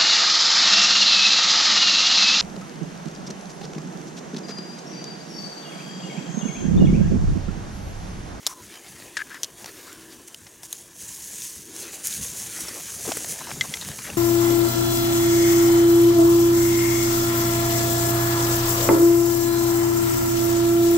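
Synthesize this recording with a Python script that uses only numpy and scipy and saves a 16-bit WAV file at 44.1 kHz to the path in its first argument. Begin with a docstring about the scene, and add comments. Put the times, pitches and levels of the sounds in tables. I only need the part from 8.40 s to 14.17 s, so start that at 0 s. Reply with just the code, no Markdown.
"""A faint rustle over open air is broken almost at once by twigs scraping and snapping in dry undergrowth.
An animal pushes through and comes closer: leaves hiss and tick past in swells made of tiny noise bursts.
Litter and soil crunch as patchy noise, footfalls thud as swells of low noise, and a hollow drone swells behind.
Scrapes, low thuds and a high swish are uneven noise through one resonance each; snaps are decaying noise
bursts, each with a ringing sine. All is nearly straight ahead, wood and ground leaning left, slightly wide."""
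import sys
import numpy as np
from scipy import signal
from scipy.fft import rfft, irfft, next_fast_len
from scipy.io import wavfile
from scipy.ndimage import uniform_filter1d, map_coordinates

SR = 44100
rng = np.random.default_rng(int(sys.argv[2]) if len(sys.argv) > 2 else 0)


def inscribe(sig):
    """Save sig as 16-bit PCM at rate SR to the path in sys.argv[1].

    A 1-D sig is mono; a 2-D sig holds one channel per row.
    Samples are clipped to [-1, 1] before scaling.
    """
    pcm = np.round(np.clip(np.atleast_2d(sig).T, -1, 1) * 32767)
    wavfile.write(sys.argv[1], SR, pcm.astype(np.int16))


N = 254495  # length in samples
TOP_HZ = 16000  # upper band limit of the whole scene


def amp(db):
    """Decibels to gain."""
    return 10 ** (np.asarray(db) / 20)


def unit(x):
    """Scale to rms 1."""
    return x / np.sqrt(np.mean(x ** 2) + 1e-20)


def along(points, hz):
    """Read a curve of (Hz, value) points on a log frequency axis."""
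    f, v = np.transpose(points)
    return np.interp(np.log(hz + 1), np.log(f + 1), v)


def level_curve(rows):
    """Join (seconds, dB) rows into one level per sample."""
    seconds, db = np.transpose(rows)
    return np.interp(np.arange(N) / SR, seconds, db)


def wobble(rate):
    """A smooth random curve with rate knots a second."""
    knots = rng.standard_normal(int(N * rate / SR) + 4)
    return map_coordinates(knots, [np.arange(N) * rate / SR])


def filtered(x, response):
    """Shape x with a gain given as a function of frequency."""
    m = next_fast_len(N + SR // 4)
    gain = response(np.fft.rfftfreq(m, 1 / SR))
    return irfft(rfft(x, m) * gain, m)[..., :N]


def coloured(x, spectrum):
    """Shape x with a (Hz, dB) spectrum, at rms 1."""
    return unit(filtered(x, lambda hz: amp(along(spectrum, hz))))


def band_noise(lo_hz, hi_hz, size):
    """A short stretch of noise in one band, rms 1."""
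    edges = np.clip([lo_hz, hi_hz], 20, SR / 2 - 100)
    band = signal.butter(3, edges, "band", fs=SR, output="sos")
    return unit(signal.sosfilt(band, rng.standard_normal(size)))


def add(track, s, sound):
    """Mix a sound into the track at s seconds."""
    part = track[max(round(s * SR), 0):][:len(sound)]
    part += sound[:len(part)]


def crackle(rate, spread_db, life):
    """Noise bursts of random time and size, rate a second, each fading over life seconds; rms 1."""
    starts = rng.random(N) < rate / SR
    sizes = starts * amp(spread_db * np.clip(rng.standard_normal(N), -2, 2))
    energy = signal.lfilter([1], [1, -np.exp(-2 / (life * SR))], sizes ** 2)
    return unit(np.sqrt(energy) * rng.standard_normal(N))


def patchy(x, depth_db):
    """Different leaves and stems sound in turn: random gain patches over time and frequency."""
    z = signal.stft(x, nperseg=512)[2]
    field = uniform_filter1d(rng.standard_normal(z.shape), size=4, axis=0)  # across frequency
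    field = uniform_filter1d(field, size=14, axis=1)  # across time
    return signal.istft(z * amp(depth_db * unit(field)), nperseg=512)[1][:N]


def swells(rows, rise, resting_db):
    """Gain of a resting level with smooth swells on top; rise is the share of each one before its peak."""
    t, power = np.arange(N) / SR, amp(resting_db) ** 2
    rise = np.clip(rise, .1, .9)
    for s, length, db in rows:
        side_s = length * np.where(t < s, rise, 1 - rise)
        phase = np.clip((t - s) / side_s, -1, 1)
        power = power + (amp(db) * np.cos(phase * np.pi / 2) ** 1.2) ** 2
    return np.sqrt(power)


# The body sliding through the foliage. Each row: time in seconds, level in dB before the flutter.
BRUSH = [(0, -52), (.7, -49), (1.12, -51.5), (1.3, -50), (1.8, -51.5), (2.53, -50), (2.62, -37.5),
         (3.13, -39), (3.27, -44), (3.59, -42), (3.68, -33), (4.15, -35.5), (4.39, -36.5), (4.7, -32),
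         (5.1, -38.5), (5.77, -39.5)]
# Leafy boughs swept aside. Each row: loudest at in seconds, length in seconds, level in dB before the flutter.
SWEEPS = [(.11, 0.07, -41), (.23, .1, -51), (.5, 0.11, -48), (1.21, 0.096, -44), (1.88, 0.018, -42),
          (2.25, 0.055, -41.5), (2.36, 0.18, -42.5), (2.7, 0.14, -42.5), (2.83, 0.084, -44),
          (3.03, 0.21, -37), (3.4, 0.16, -36.5), (3.54, .06, -35), (3.665, 0.087, -31),
          (3.73, 0.097, -29.5), (3.83, 0.07, -33), (4.01, .07, -36), (4.21, 0.041, -33),
          (4.68, 0.092, -31.5), (4.915, 0.083, -30.5), (5.48, 0.031, -34.5), (5.65, 0.094, -37.5)]
SWEEP_RISE = 0.49  # share of a sweep spent bending the bough
# Tone of the dry leaves. Each row: frequency in Hz, relative level in dB per Hz.
LEAF = [(500, -54), (900, -35), (1300, -23), (1700, -13.5), (2440, -12), (3380, -11), (3900, -11),
        (5070, -8), (6180, 0), (6760, 0.5), (7760, -3), (10300, -3), (11500, -7), (15500, -14.5)]


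def leaves():
    """Dry leaves slide over the body, louder with each bough: a dense hiss of contacts with ticks standing out."""
    contacts = crackle(rate=6000, spread_db=2.8, life=.0007)
    ticks = amp(-11.5) * crackle(rate=110, spread_db=4.5, life=.0004)
    rustle = coloured(patchy(contacts + ticks, depth_db=1.37), LEAF)
    flutter = amp(0.97 * wobble(45) + 0.51 * wobble(21))
    return swells(SWEEPS, SWEEP_RISE, level_curve(BRUSH)) * flutter * rustle


# Tone of the distant background. Each row: frequency in Hz, relative level in dB per Hz.
AIR = [(150, 5.5), (330, 6), (520, 2.5), (760, -13), (1000, 8.5), (1300, -8), (1700, 7.5), (2300, -13),
       (3150, 1.5), (4500, -12), (12000, -9)]
AIR_DB = -56  # level before its slow drift


def open_air():
    """The distant background is patchy noise whose level drifts slowly."""
    hush = coloured(patchy(rng.standard_normal(N), depth_db=3.0), AIR)
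    return amp(AIR_DB + 2.3 * wobble(4.7)) * hush


# The hollow drone swelling. Each row: loudest at in seconds, length in seconds, level in dB.
DRONE_SWELLS = [(.45, 1.6, -55), (1.35, 0.46, -53), (1.7, 0.65, -51), (3.4, 0.56, -48), (4.23, 0.52, -49),
                (4.77, 0.27, -47.5), (5.08, 0.19, -49)]
DRONE_DB, DRONE_RISE = -61.5, 0.47  # resting level; share of a swell spent rising
# Tone of the drone. Each row: frequency in Hz, relative level in dB per Hz.
DRONE = [(100, -24), (230, -10), (335, 2.5), (420, -7), (560, -22.5), (1200, -44)]


def hollow_drone():
    """The drone of the open air is noise gathered in a low-mid hump, swelling over a resting level."""
    return swells(DRONE_SWELLS, DRONE_RISE, DRONE_DB) * coloured(rng.standard_normal(N), DRONE)


APPROACH_S, APPROACH_DB_PER_S = 1.92, 3.5  # the animal heads this way from here on


def approach_db():
    """The steady rise in dB as the animal comes closer."""
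    return APPROACH_DB_PER_S * np.maximum(np.arange(N) / SR - APPROACH_S, 0)


# Dry litter giving way under the animal. Each row: time in seconds, level in dB before the flutter.
TREAD = [(0, -56), (.7, -50.5), (1.12, -53.5), (1.33, -48.5), (2.05, -59), (3.1, -65), (3.45, -48.5),
         (3.9, -51), (4.3, -43.5), (4.48, -49.5), (4.75, -45), (5.77, -47)]
# Tone of the litter. Each row: frequency in Hz, relative level in dB per Hz.
LITTER = [(600, -20), (1200, -5), (1750, 2), (2400, 0), (3400, -2.5), (5000, -2.5), (12000, -15)]
# Tone of the scuffed soil. Each row: frequency in Hz, relative level in dB per Hz.
SOIL = [(200, -16), (450, 7), (700, 2.5), (1000, -2), (1400, -9), (2500, -25)]
# Soil level in dB before the approach and flutter, and its share of the tread's and the approach's swings.
SOIL_DB, SOIL_FOLLOWS, SOIL_NEARS = -59, .45, 0.46


def litter_and_soil():
    """One crunch of noise and sparse crackles drives both the dry litter and the duller soil scuffed with it."""
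    tread_db = level_curve(TREAD)
    soil_db = SOIL_DB + SOIL_FOLLOWS * (tread_db - tread_db.mean()) + SOIL_NEARS * approach_db()
    crunch = rng.standard_normal(N) + amp(-5.0) * crackle(rate=90, spread_db=4, life=0.0033)
    litter = amp(tread_db + 2.54 * wobble(25)) * coloured(patchy(crunch, depth_db=3.0), LITTER)
    soil = amp(soil_db + 1.4 * wobble(30)) * coloured(patchy(crunch, depth_db=3.5), SOIL)
    return litter + soil


# Weight coming down on the earth. Each row: loudest at in seconds, length in seconds, level in dB before flutter.
FOOTFALLS = [(.24, 0.18, -55), (.58, 0.33, -55), (.85, 0.26, -58.5), (1.25, 0.11, -54), (2.04, 0.17, -55),
             (2.65, .2, -52.5), (3.0, 0.22, -57), (3.17, 0.13, -55), (3.83, 0.33, -45.5), (4.05, 0.16, -48),
             (4.24, 0.054, -47), (4.68, 0.1, -40), (4.92, 0.13, -49), (5.18, 0.17, -40), (5.3, 0.052, -40),
             (5.49, 0.12, -42), (5.75, .14, -42)]
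FOOT_RISE = 0.52  # share of a footfall spent loading the foot
RUMBLE_DB = -61.5  # the earth between footfalls, before the approach and flutter
# Tone of the earth. Each row: frequency in Hz, relative level in dB per Hz.
EARTH = [(20, -21), (40, -13), (62, -3.5), (80, -2), (130, -1), (220, -1.5), (310, -13), (500, -18.5),
         (900, -43)]


def earth():
    """Low noise thumps under each footfall; the rumble between them grows louder as the animal nears."""
    weight = swells(FOOTFALLS, FOOT_RISE, RUMBLE_DB + approach_db())
    return weight * amp(2.4 * wobble(22)) * coloured(rng.standard_normal(N), EARTH)


# Scrapes, low thuds and a high swish.
# Each row: start in seconds, end in seconds, resonance in Hz, width in Hz, level in dB.
SCRAPES = [(0.055, 0.072, 4240, 895, -42), (0.075, 0.143, 1060, 140, -45.5), (0.121, 0.22, 990, 60, -53),
           (0.079, .145, 5870, 600, -47.5), (.785, .827, 1670, 160, -31.5), (0.9, .939, 1590, 230, -42),
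           (0.937, 0.981, 1670, 300, -43), (1.187, 1.296, 630, 500, -53), (1.242, 1.504, 12800, 3500, -55),
           (3.415, 3.454, 4700, 1500, -45.5), (4.646, 4.68, 606, 350, -41), (4.673, 4.704, 320, 148, -31),
           (4.711, 4.724, 696, 300, -33.5), (5.002, 5.026, 820, 450, -39.5), (5.079, 5.124, 700, 450, -43),
           (5.156, 5.18, 348, 200, -45.5), (5.238, 5.261, 646, 500, -40), (5.408, 5.433, 4200, 900, -39.5),
           (5.638, 5.691, 1880, 700, -40.5), (5.665, 5.713, 510, 450, -41.5)]


def scrapes():
    """Scrapes, low thuds and a high swish: uneven noise through one resonance each."""
    out = np.zeros(N)
    for start, end, hz, width_hz, db in SCRAPES:
        size = max(round((end - start) * SR), SR // 100)
        roughness = 0.78 + (rng.random(size) < 1200 / SR) * 4  # stronger kicks, about 1200 a second
        uneven = rng.standard_normal(size) * roughness
        drive = np.pad(uneven * signal.windows.tukey(size, .3), (0, SR // 50))  # room to ring out
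        centre = min(hz, TOP_HZ)
        resonant = signal.lfilter(*signal.iirpeak(centre, centre / width_hz, SR), drive)
        # little radiates below the resonance
        resonant = signal.lfilter(*signal.butter(2, centre / 2, "high", fs=SR), resonant)
        add(out, start, amp(db) * resonant / np.std(resonant[:size]))
    return out


# Twigs breaking. Each row: start in seconds, crack level in dB, knock in dB over the crack,
# treble in dB over the crack, ring in Hz, ring level in dB, time to fall by 60 dB in seconds.
# Levels are those before the attack and decay.
SNAPS = [(0.066, -10.5, -17, -8, 4130, -11, 0.011), (0.0701, -20, -9, 0, 5430, -21, 0.027),
         (.769, -23, -13, -26, 1850, -17, 0.019), (0.7722, -26.5, -12, -27, 1690, -20.5, 0.051),
         (.9441, -37.5, -1, -5, 1940, -33, 0.032), (1.0327, -18, -14.5, -5.5, 5970, -14.5, 0.015),
         (1.038, -25, -22, -9, 5730, -25, 0.015), (1.0435, -24.5, -21, -13, 6000, -29, 0.026),
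         (1.2436, -30.5, -10, -12, 780, -35, 0.02), (1.259, -31, -0.5, -7, 5720, -28, 0.019),
         (1.5283, -38, -11, 1, 7040, -35, .015), (1.9452, -30.5, -20, -3.5, 3000, -26.5, 0.012),
         (2.0665, -42, -4, -14, 2100, -46, 0.042), (2.2323, -35, -5, -1, 5670, -37, .022),
         (2.3278, -26.5, -12.5, 5.5, 6430, -21, 0.017), (3.653, -37, -24, 13, 6650, -24, 0.024),
         (3.6713, -21, -34, 10, 6800, -13.5, 0.0074), (3.7265, -24, -23, -14, 6650, -30.5, .0074),
         (4.2825, -37.5, 3, -16, 5440, -28, 0.041), (4.719, -21.5, -17, -21, 663, -22, .028),
         (4.7706, -33.5, 5, 11, 443, -21, .019), (4.8452, -31, 3, -15, 710, -28, 0.016),
         (5.0705, -45, 4, -2, 960, -29.5, 0.031), (5.115, -30, 7, -13, 2340, -23, 0.0076),
         (5.2099, -20.5, -20, -24, 3350, -11, 0.015), (5.21, -29, -14, -23, 2060, -15, 0.049),
         (5.2124, -26, -26, -19, 2016, -18, 0.035), (5.339, -32.5, -22, -22, 3340, -22, 0.025),
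         (5.3394, -23.5, -23, -25, 2066, -20.5, 0.027), (5.371, -29, -5, -17, 2230, -28, 0.015),
         (5.413, -39, -15, 1, 3770, -27, .021), (5.487, -30, 0, -11, 6800, -36.5, 0.016),
         (5.589, -35.5, -2, -12, 2360, -33.5, 0.026), (5.7012, -42, -1, -14, 2700, -25, 0.016)]


def twigs():
    """Each fracture is a few milliseconds of noise, and the freed piece of wood rings briefly."""
    out, size = np.zeros(N), SR // 20
    t = np.arange(size) / SR
    attack = 1 - np.exp(-t / .00013)
    for s, db, knock_db, treble_db, ring_hz, ring_db, t60 in SNAPS:
        lowest_hz = np.clip(0.96 * ring_hz, 1500, 3100)  # thinner twigs crack higher
        crack = band_noise(lowest_hz, 7240, size)
        knock = amp(knock_db) * band_noise(320, 2030, size)
        treble = amp(treble_db) * band_noise(8100, 13400, size)
        ring = amp(ring_db) * np.sin(2 * np.pi * ring_hz * t)
        decay = amp(-60 * t / t60)
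        add(out, s, (amp(db) * (crack + knock + treble) + ring) * decay * attack)
    return out


# Placement of the twigs and scrapes. Each row: frequency in Hz, left minus right in dB.
WOOD_LEAN = [(300, 9.5), (900, -1.5), (1700, 5.5), (2400, 2.5), (6000, 1.4), (12000, 1)]
# Placement of the ground and the air behind. Each row: frequency in Hz, left minus right in dB.
GROUND_LEAN = [(80, 2.5), (200, 1.5), (350, 4), (700, 1), (1300, 3), (2500, 0.5), (5000, 0.5)]
# Slight stereo width, mostly in the lows. Each row: frequency in Hz, level of the noise tail in dB.
WIDTH = [(60, -20), (1000, -16.5), (3000, -60), (6000, -36), (14000, -71)]
SIDES = np.array([[1], [-1]])  # left, right


def placed(x, lean):
    """Set x between left and right by level difference alone."""
    return filtered(x, lambda hz: amp(SIDES * along(lean, hz) / 2))


def stereo_width(x):
    """Slight stereo width: a faint decaying noise tail, opposite in sign left and right, mostly in the lows."""
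    t = np.arange(SR // 8) / SR
    tail = rng.standard_normal(len(t)) * amp(-60 * t / 0.22)  # at a rate of 60 dB in 0.22 s, cut off sooner
    smeared = signal.fftconvolve(x, tail / np.linalg.norm(tail))[:N]
    return SIDES * filtered(smeared, lambda hz: amp(along(WIDTH, hz)))


def scene():
    """The leaves are straight ahead, wood and ground lean left, and a faint noise tail adds slight width."""
    foliage = leaves()
    ground = open_air() + hollow_drone() + litter_and_soil() + earth()
    wood = scrapes() + twigs()
    direct = foliage + placed(ground, GROUND_LEAN) + placed(wood, WOOD_LEAN)
    return direct + stereo_width(foliage + ground + wood)


def record(dry):
    """The small microphone loses the deepest bass, and nothing is kept from the band limit up."""
    thinned = signal.lfilter(*signal.butter(2, 42, "high", fs=SR), dry)
    return filtered(thinned, lambda hz: hz < TOP_HZ)


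dry = scene()
out = record(dry)
inscribe(out)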